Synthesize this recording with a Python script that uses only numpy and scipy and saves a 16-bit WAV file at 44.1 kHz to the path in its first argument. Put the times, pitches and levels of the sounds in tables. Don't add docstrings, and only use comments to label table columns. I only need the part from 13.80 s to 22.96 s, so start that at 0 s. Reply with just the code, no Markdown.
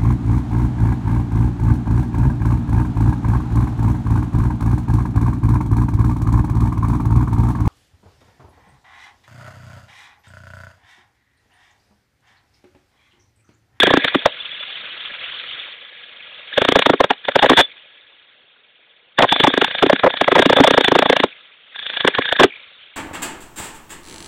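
import sys
import numpy as np
from scipy import signal
from scipy.fft import rfft, irfft, next_fast_len
from scipy.io import wavfile
from scipy.ndimage import uniform_filter1d, map_coordinates

SR = 44100
rng = np.random.default_rng(int(sys.argv[2]) if len(sys.argv) > 2 else 0)


def generate_wav(signal):
    frames = np.transpose(np.atleast_2d(signal))
    scaled = np.clip(frames, -1, 1) * 32767
    pcm = np.round(scaled).astype(np.int16)
    wavfile.write(sys.argv[1], SR, pcm)


N = 403956

# (time [s], crack [dB], thump [dB], nominal length [ms], final chirp pitch [Hz], chisel ring [dB])
BLOWS = [(0.002, -6.5, -13.5, 3.3, 363.5, -8), (0.032, -0.5, -3, 11.0, 288.5, -25),
         (0.07, -7, -6, 13.0, 304, -25), (0.105, -10, -7.5, 10, 421, -15.5),
         (0.138, -4.5, 1, 4.7, 245, -36.5), (0.172, -6.5, -5.5, 5.1, 224, -28),
         (0.208, -33.5, -39.5, 6.0, 697, -34), (0.246, -4.5, -12.5, 9.4, 386, -32.5),
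         (0.282, -5, -48.5, 2.0, 470, -21.5), (0.319, -42, -40, 18.0, 482, -42.5),
         (0.348, -9, -6.0, 12.0, 239, -29.5), (0.384, -38.5, -32, 2.1, 351, -37),
         (0.421, -25, -46.0, 4.6, 960, -31.5), (0.459, -4, 4.5, 4.4, 603, -27.5),
         (2.736, -23.5, -51.5, 6.6, 780, -25.5), (2.778, -6, -5, 10, 427.5, -34),
         (2.818, -10, -2, 5.1, 455, -20), (2.85, -7, -8.5, 4.4, 378.5, -46),
         (2.887, -3, -3, 4.6, 294.2, -29.5), (2.922, -4.5, -4.5, 2.0, 468, -30.5),
         (2.957, -4, 0.5, 6.0, 394, -17), (2.968, -29, -7.5, 3.5, 300, -40.5),
         (2.992, -3.0, -5.5, 4.2, 319, -31), (3.023, -3.5, -25, 5.2, 863, -50.5),
         (3.061, -2.5, -2.5, 9.2, 400, -29.5), (3.097, -15.5, 1, 8.2, 246, -19.5),
         (3.135, -17.0, -8, 11.0, 222, -39.0), (3.205, -10.5, 0, 8.2, 431, -40.5),
         (3.241, -8, -5.5, 7, 349, -49), (3.306, -7, -5, 10, 696.4, -42.5),
         (3.334, -22.5, -50.5, 4.9, 451, -50), (3.452, -19, -53, 6.6, 857, -36.5),
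         (3.485, -13, -7.5, 11, 458.4, -31.5), (3.519, -20.5, -49.5, 5.1, 570, -40),
         (3.557, -5.5, -0.5, 10.0, 391.5, -45.5), (3.592, -4.5, -14.5, 4.4, 688, -26.5),
         (3.626, -5, -3.5, 17.6, 577, -28), (3.644, -49, -2.5, 6.8, 542, -38.5),
         (3.661, -5, -6.5, 5, 477, -42.0), (3.697, -2, -0.5, 14, 358, -30.5),
         (3.717, -30.5, -3.5, 5, 280, -38), (3.733, -8.0, -8.5, 5.3, 246, -22),
         (3.773, -4.5, -6.5, 42, 606.5, -9), (3.791, -1.5, -9, 23, 724, -25),
         (3.806, 0.5, -12, 7.7, 645, -9.5), (5.388, -3, -3, 12, 523, -43), (5.405, -26, -7, 8.9, 425, -27),
         (5.423, -3.5, -4.5, 11, 405, -40.5), (5.434, -25, -2.5, 2.7, 447, -45),
         (5.443, -22, -3.5, 9, 550, -36.5), (5.492, -11.5, -51.5, 3.5, 680, -15.5),
         (5.523, -3.5, -1.5, 4.9, 725, -20.5), (5.562, -9.5, -11, 1.4, 673, -17),
         (5.601, -3, -8.5, 8.0, 322, -16), (5.637, -2.5, -3, 18.0, 659, -20),
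         (5.671, -8, -5, 12, 242.7, -16), (5.702, -24, -17.5, 5.4, 440, -17.5),
         (5.74, -9.5, -9, 1.3, 440, -30.5), (5.776, -6.5, -6.5, 4.8, 247.3, -30.5),
         (5.816, -5.5, -4.5, 10, 277.7, -38.5), (5.845, -5, -8, 2.6, 800, -18),
         (5.88, -16, -20.5, 4.9, 527, -30), (5.912, -14, -47.5, 5.5, 605, -26),
         (5.95, -14, -20, 3.3, 459, -19), (5.985, -13.5, -39, 28, 445, -23.5),
         (6.026, -7, -4, 20.0, 288.7, -23), (6.063, -11.5, -9.5, 7.3, 250, -36.5),
         (6.098, -12, -0.5, 8.4, 447, -33.5), (6.13, -7.5, -4.5, 4.4, 218, -44),
         (6.162, -12, -27.5, 3.8, 481, -51), (6.196, -12, -23, 4.5, 490, -50),
         (6.236, -16.5, -4.5, 20.0, 343, -44.5), (6.263, -35, -3.5, 20, 447, -49),
         (6.303, -16, -18, 2.3, 595, -21), (6.339, -15.5, -18.5, 4, 678, -49),
         (6.372, -12.0, -39, 4.9, 930, -26), (6.412, -6, -3.5, 8.5, 253.7, -50.5),
         (6.444, -11, -24, 1.9, 439, -30), (6.479, -10.5, -5.0, 11.0, 425, -31),
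         (6.518, -6.5, -4, 12.0, 267, -22), (6.554, -7, -3, 22, 310.5, -40.5),
         (6.581, -17.5, -7, 5.7, 400, -30), (6.591, -3, -1.5, 12.0, 375, -24),
         (6.623, -3, -7.5, 8.3, 527, -33), (6.658, -4, -4, 8.0, 282, -31.5),
         (6.697, -5.5, -4.5, 13, 266, -37), (6.73, -3, 0, 4.1, 567, -34), (6.765, -9.5, -6, 15, 446, -12),
         (6.785, -20.5, -5.5, 8, 357, -21), (6.803, -12.5, 7, 8.2, 271.3, -20.5),
         (6.838, -2.5, -3, 17, 588, -24.5), (6.874, -1.5, -2.5, 12.0, 365, -27.5),
         (6.908, -4.0, -4, 5.5, 280, -37), (6.939, -6, -7.5, 10.0, 400, -18),
         (6.977, -3, 0.5, 8.3, 373, -24.5), (7.01, -5, -7, 1.7, 450, -37),
         (7.045, -2.5, -16, 9.9, 764, -21.5), (7.082, -3.5, -4, 5.0, 371, -29.5),
         (7.118, -9, -1.5, 8.1, 256.4, -25), (7.153, -7.5, -2.5, 15, 322.4, -25),
         (7.19, -1.5, -2, 5.0, 315, -48), (7.223, -9, -4, 8.3, 508, -44.0),
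         (7.259, -8.5, -5.5, 5.5, 675, -20), (7.298, -4, -1, 8.1, 320, -45),
         (7.328, -5, -6.0, 7.5, 468, -44.5), (7.366, -4, -9.5, 5.3, 486, -46.5),
         (7.401, -5, -9.5, 1.9, 283.5, -28), (7.436, -8.5, -6.5, 11, 270.5, -38.5),
         (7.96, -24.5, -59, 2.3, 620, -29), (7.992, -19.5, -58, 5.9, 858, -27),
         (8.029, -27.5, -49, 3.2, 824, -26), (8.065, -18, -49, 1.6, 544, -21.5),
         (8.1, -17, -49, 4.6, 432, -25), (8.138, -18, -48, 4.9, 552, -29),
         (8.171, -11, -32.5, 7.2, 570, -31), (8.207, -9, -32, 7.1, 527, -22),
         (8.248, -12, -4.5, 4.6, 365, -34), (8.276, -3, -4.5, 12.0, 350, -40),
         (8.35, -10, -45, 12, 595, -30), (8.385, -13, -6.5, 9, 294.6, -34.5),
         (8.422, -14, -49, 3.5, 632, -26), (8.456, -11, -50, 3.7, 557, -19.5),
         (8.49, -11.5, -50, 8.5, 827, -29), (8.525, -5, -9.5, 3.5, 635, -19),
         (8.564, -14, -50, 7.4, 400, -24), (8.597, -3, -2.5, 27, 247, -31),
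         (8.622, -20.5, -10, 3.4, 506, -40), (8.634, 2, 0, 20, 234, -34.5)]
# (frequency [Hz], level [dB])
CRUSH_SPECTRUM = [(30, -33.5), (100, -4.5), (250, -3.5), (500, 3.5), (1000, 0), (2000, -3.5), (3000, -19.5),
                  (4400, -19.5)]
# (frequency [Hz], width [Hz], gain [dB])
WALL_MODES = [(273, 45, 0.5)]
STEEL_MODES = [(570, 810, -8), (1633, 220, 7), (2443, 310, 2.5), (2810, 620, 2.5), (3580, 780, 3.5)]
HOUSING_MODES = [(538, 190, -3), (1520, 120, -12), (1905, 110, 0.5), (2434, 310, 0.5), (2790, 130, -7),
                 (3372, 250, 5)]
# (time [s], level [dB])
CLANK_LEVELS = [(0, -6), (.5, -42.5), (2.8, -25), (3.5, -35.5), (3.8, -19), (5.4, -28), (6.5, -29.5),
                (7.45, -26), (8.1, -33), (8.3, -20.5), (8.65, -15.5)]
# (time [s], length [s], level [dB])
FREE_RINGS = [(0.604, 0.0079, -20), (0.715, 0.023, -26.5), (0.802, 0.012, -22.5), (0.83, 0.01, -23.5),
              (0.868, 0.087, -31.5), (3.733, 0.03, -21), (3.769, 0.039, -12), (3.804, 0.053, -20),
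              (5.495, 0.055, -13), (5.561, 0.018, -21), (5.599, .02, -13), (5.673, .03, -21),
              (6.834, 0.049, -19.5), (7.043, 0.02, -13)]
# (time [s], gear level [dB], fan over gears [dB])
MOTOR_LEVELS = [(0, -19, -3.5), (.28, -24.5, -3), (.56, -37.5, 10.5), (1.731, -38.5, 15), (2.1, -41.5, 5.5),
                (2.72, -40.5, 9), (2.8, -30, 7), (3.1, -34.5, -3), (3.45, -46.5, 7.5), (3.7, -27.5, 5.5),
                (3.88, -44.5, 4.5), (4.67, -58, 11), (5.35, -59, 11), (5.5, -26.5, 1.5), (6.3, -33.5, -4.5),
                (6.76, -32, 3.5), (7.42, -38.5, 8), (7.53, -47, 8), (7.85, -63, 20.5), (8.14, -32.5, 6),
                (8.45, -30, -5.5), (8.68, -45.5, 10), (9.16, -59.5, 19)]
# (frequency [Hz], level [dB])
FAN_SPECTRUM = [(40, -33), (400, -30.5), (900, -27.5), (1400, -16), (1800, -16.5), (2300, -13.5),
                (2700, -12), (3450, -9.5), (4400, -18.5)]
# (frequency [Hz], level over gear noise [dB])
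HUM_TONES = [(484.5, -18), (1647, -13), (1701, -17), (1960, -14), (2191, -12)]
# (time [s], relative level [dB])
JINGLES = [(7.5144, -33.5), (7.5248, -30.5), (8.703, -24), (8.7215, -24), (8.735, -27.5), (8.757, -30),
           (8.772, -33), (8.7944, -32)]
# (frequency [Hz], level [dB])
SITE_SPECTRUM = [(25, -20), (100, -10), (300, -3.5), (500, 4.5), (1000, -2), (3500, -11), (4000, -30.5)]
# (frequency [Hz], gain [dB])
PHONE_BAND = [(20, -7), (200, -1.5), (300, -3.5), (3700, -3), (4000, -15), (4400, -16.5), (4700, -73),
              (5200, -110)]

RING_HZ, PISTON_HZ, JINGLE_HZ = 3473, 1684, 2350
LEAD_S = .03
T = np.arange(round(.1 * SR)) / SR - LEAD_S


def steel_crack():
    level = np.zeros(N)
    for s, db, _, ms, _, _ in BLOWS:
        burst = swell(T + .00076, rise=.0031, hold=.0013 + .39 * ms / 1000, t60=.027)
        spike = swell(T - .001, rise=.00036, hold=.00086, t60=.0031)
        add(level, s - LEAD_S, amp(db - 4.5) * burst + amp(db - 5) * spike)
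    return level * dense(noise(lambda f: modes(STEEL_MODES, f)))


def brick_thump():
    thump = np.zeros(N)
    roughness = .1199 * wobble(250)
    for s, _, db, ms, end_hz, _ in BLOWS:
        length, phase = ms / 1000, rng.random()
        start_hz = 1166.6 * rng.uniform(.8, 1.2)
        hz = end_hz + (start_hz - end_hz) * np.exp(-np.maximum(T, 0) / (.3992 * length))
        hz *= 1 + np.resize(roughness[round(s * SR):], len(T))
        chirp = np.sin(2 * np.pi * (np.cumsum(hz) / SR + phase))
        envelope = swell(T - .0015, rise=.0023, hold=.82 * length, t60=.008)
        add(thump, s - LEAD_S, amp(db + 1.5) * envelope * chirp)
    return thump * amp(1.65 * wobble(180))


def brick_crush():
    level = np.zeros(N)
    for s, _, db, ms, _, _ in BLOWS:
        add(level, s - LEAD_S, amp(db - 4) * swell(T, rise=.0012, hold=.65 * ms / 1000, t60=.02))
    return level * dense(noise(lambda f: along(CRUSH_SPECTRUM, f)))


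def piston_clank():
    level = np.zeros(N)
    for s, *_ in BLOWS:
        db = np.interp(s, *np.transpose(CLANK_LEVELS))
        add(level, s - LEAD_S, amp(db) * swell(T + .011, rise=.0017, hold=.0061, t60=.027))
    return level * dense(band(PISTON_HZ, width_hz=150), ms=10)


def anvil_note():
    level = np.zeros(N)
    for s, crack_db, *_ in BLOWS:
        add(level, s - LEAD_S, amp(crack_db - 18) * swell(T + .0082, rise=.0024, hold=.0036, t60=.028))
    return level * dense(band(RING_HZ, width_hz=250), ms=18)


def chisel_ring():
    level = np.zeros(N)
    for s, *_, db in BLOWS:
        add(level, s - LEAD_S, amp(db) * swell(T, rise=.0054, hold=.0074, t60=.053))
    return level * dense(band(RING_HZ, width_hz=320), ms=18)


def free_ring():
    level = np.zeros(N)
    for s, length, db in FREE_RINGS:
        add(level, s - LEAD_S, amp(db) * swell(T, rise=.002, hold=length, t60=.013))
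    return level * wavering(RING_HZ, spread_hz=15, rate=77)


def jingle():
    level, t = np.zeros(N), np.arange(round(.039 * SR)) / SR
    for s, db in JINGLES:
        add(level, s, amp(db - 4.5) * swell(t - .003, rise=.0031, hold=.0021, t60=.024))
    return level * dense(band(JINGLE_HZ, width_hz=200))


def motor():
    times, *levels = np.transpose(MOTOR_LEVELS)
    gear_db, fan_db = [np.interp(np.arange(N) / SR, times, db) for db in levels]
    gears = noise(lambda f: modes(HOUSING_MODES, f), patchy_db=5)
    fan = amp(fan_db) * noise(lambda f: along(FAN_SPECTRUM, f), patchy_db=3.5)
    whine = amp(-10.5) * band(PISTON_HZ, width_hz=90)
    hum = sum(amp(db) * wavering(hz, spread_hz=4, rate=8) for hz, db in HUM_TONES)
    flutter_db = .5 * wobble(42) + .82 * wobble(120)
    return amp(gear_db + flutter_db) * (gears + fan + whine + hum)


def yard_echo(x, t60=.11):
    t = np.arange(SR // 4) / SR
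    tail = rng.standard_normal(len(t)) * amp(-60 * t / t60)
    echo = signal.fftconvolve(x, tail / np.linalg.norm(tail))[:N]
    return filtered(echo, lambda f: along([(200, 3), (1500, -3), (4000, 4.5)], f))


def site_rumble():
    return noise(lambda f: along(SITE_SPECTRUM, f), patchy_db=3.5)


def amp(db):
    return 10 ** (np.asarray(db) / 20)


def unit(x):
    return x / np.sqrt(np.mean(x ** 2) + 1e-20)


def along(points, hz):
    f, db = np.transpose(points)
    return amp(np.interp(np.log(hz + 1), np.log(f + 1), db))


def modes(table, f):
    return sum((-1) ** k * amp(db) * 1j * f * width / (hz * hz - f * f + 1j * f * width)
               for k, (hz, width, db) in enumerate(table))


def filtered(x, response):
    size = next_fast_len(N + SR // 2)
    return irfft(rfft(x, size) * response(np.fft.rfftfreq(size, 1 / SR)), size)[:N]


def noise(response, patchy_db=0):
    spectra = signal.stft(rng.standard_normal(N), nperseg=256)[2]
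    patches = uniform_filter1d(rng.standard_normal(spectra.shape), 3, axis=0)
    patches = unit(uniform_filter1d(patches, 4, axis=1))
    patchy = signal.istft(spectra * amp(patchy_db * patches), nperseg=256)[1][:N]
    return unit(filtered(patchy, response))


def band(hz, width_hz):
    return noise(lambda f: modes([(hz, width_hz, 0)], f) ** 2)


def dense(x, ms=3):
    power = np.abs(uniform_filter1d(x * x, int(ms * SR / 1000)))
    return unit(x / np.sqrt(power + 1e-3))


def wobble(rate):
    knots = rng.standard_normal(int(N * rate / SR) + 4)
    return map_coordinates(knots, [np.arange(N) * rate / SR])


def wavering(hz, spread_hz, rate):
    level = amp(1.5 * wobble(rate))
    return level * np.sin(2 * np.pi * np.cumsum(hz + spread_hz * wobble(rate)) / SR)


def swell(t, rise, hold, t60):
    return np.minimum(np.exp(np.minimum(t, 0) / rise), amp(-60 * np.maximum(t - hold, 0) / t60))


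def add(track, s, piece):
    i = round(s * SR)
    piece = piece[max(-i, 0):N - i]
    track[max(i, 0):][:len(piece)] += piece


def scene():
    brick = brick_thump() + brick_crush()
    boom = amp(2.2) * filtered(brick, lambda f: modes(WALL_MODES, f))
    steel = piston_clank() + anvil_note() + steel_crack() + chisel_ring() + free_ring()
    blows = brick + boom + steel
    echo = amp(-18.5) * yard_echo(blows)
    site = amp(-61) * site_rumble()
    return (blows + echo + motor() + jingle() + site)[None]


def record(dry):
    saturation_knee, ceiling, top_hz = 1.51, .715, 16500
    saturated = dry[0] / (1 + np.abs(dry[0] / saturation_knee) ** 4.35) ** (1 / 4.22)
    narrow = filtered(saturated, lambda f: along(PHONE_BAND, f))
    clipped = narrow / (1 + np.abs(narrow / ceiling) ** 24) ** (1 / 24)
    return filtered(clipped, lambda f: np.clip((top_hz - f) / 600, 0, 1) ** 2)[None]


dry = scene()
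out = record(dry)
generate_wav(out)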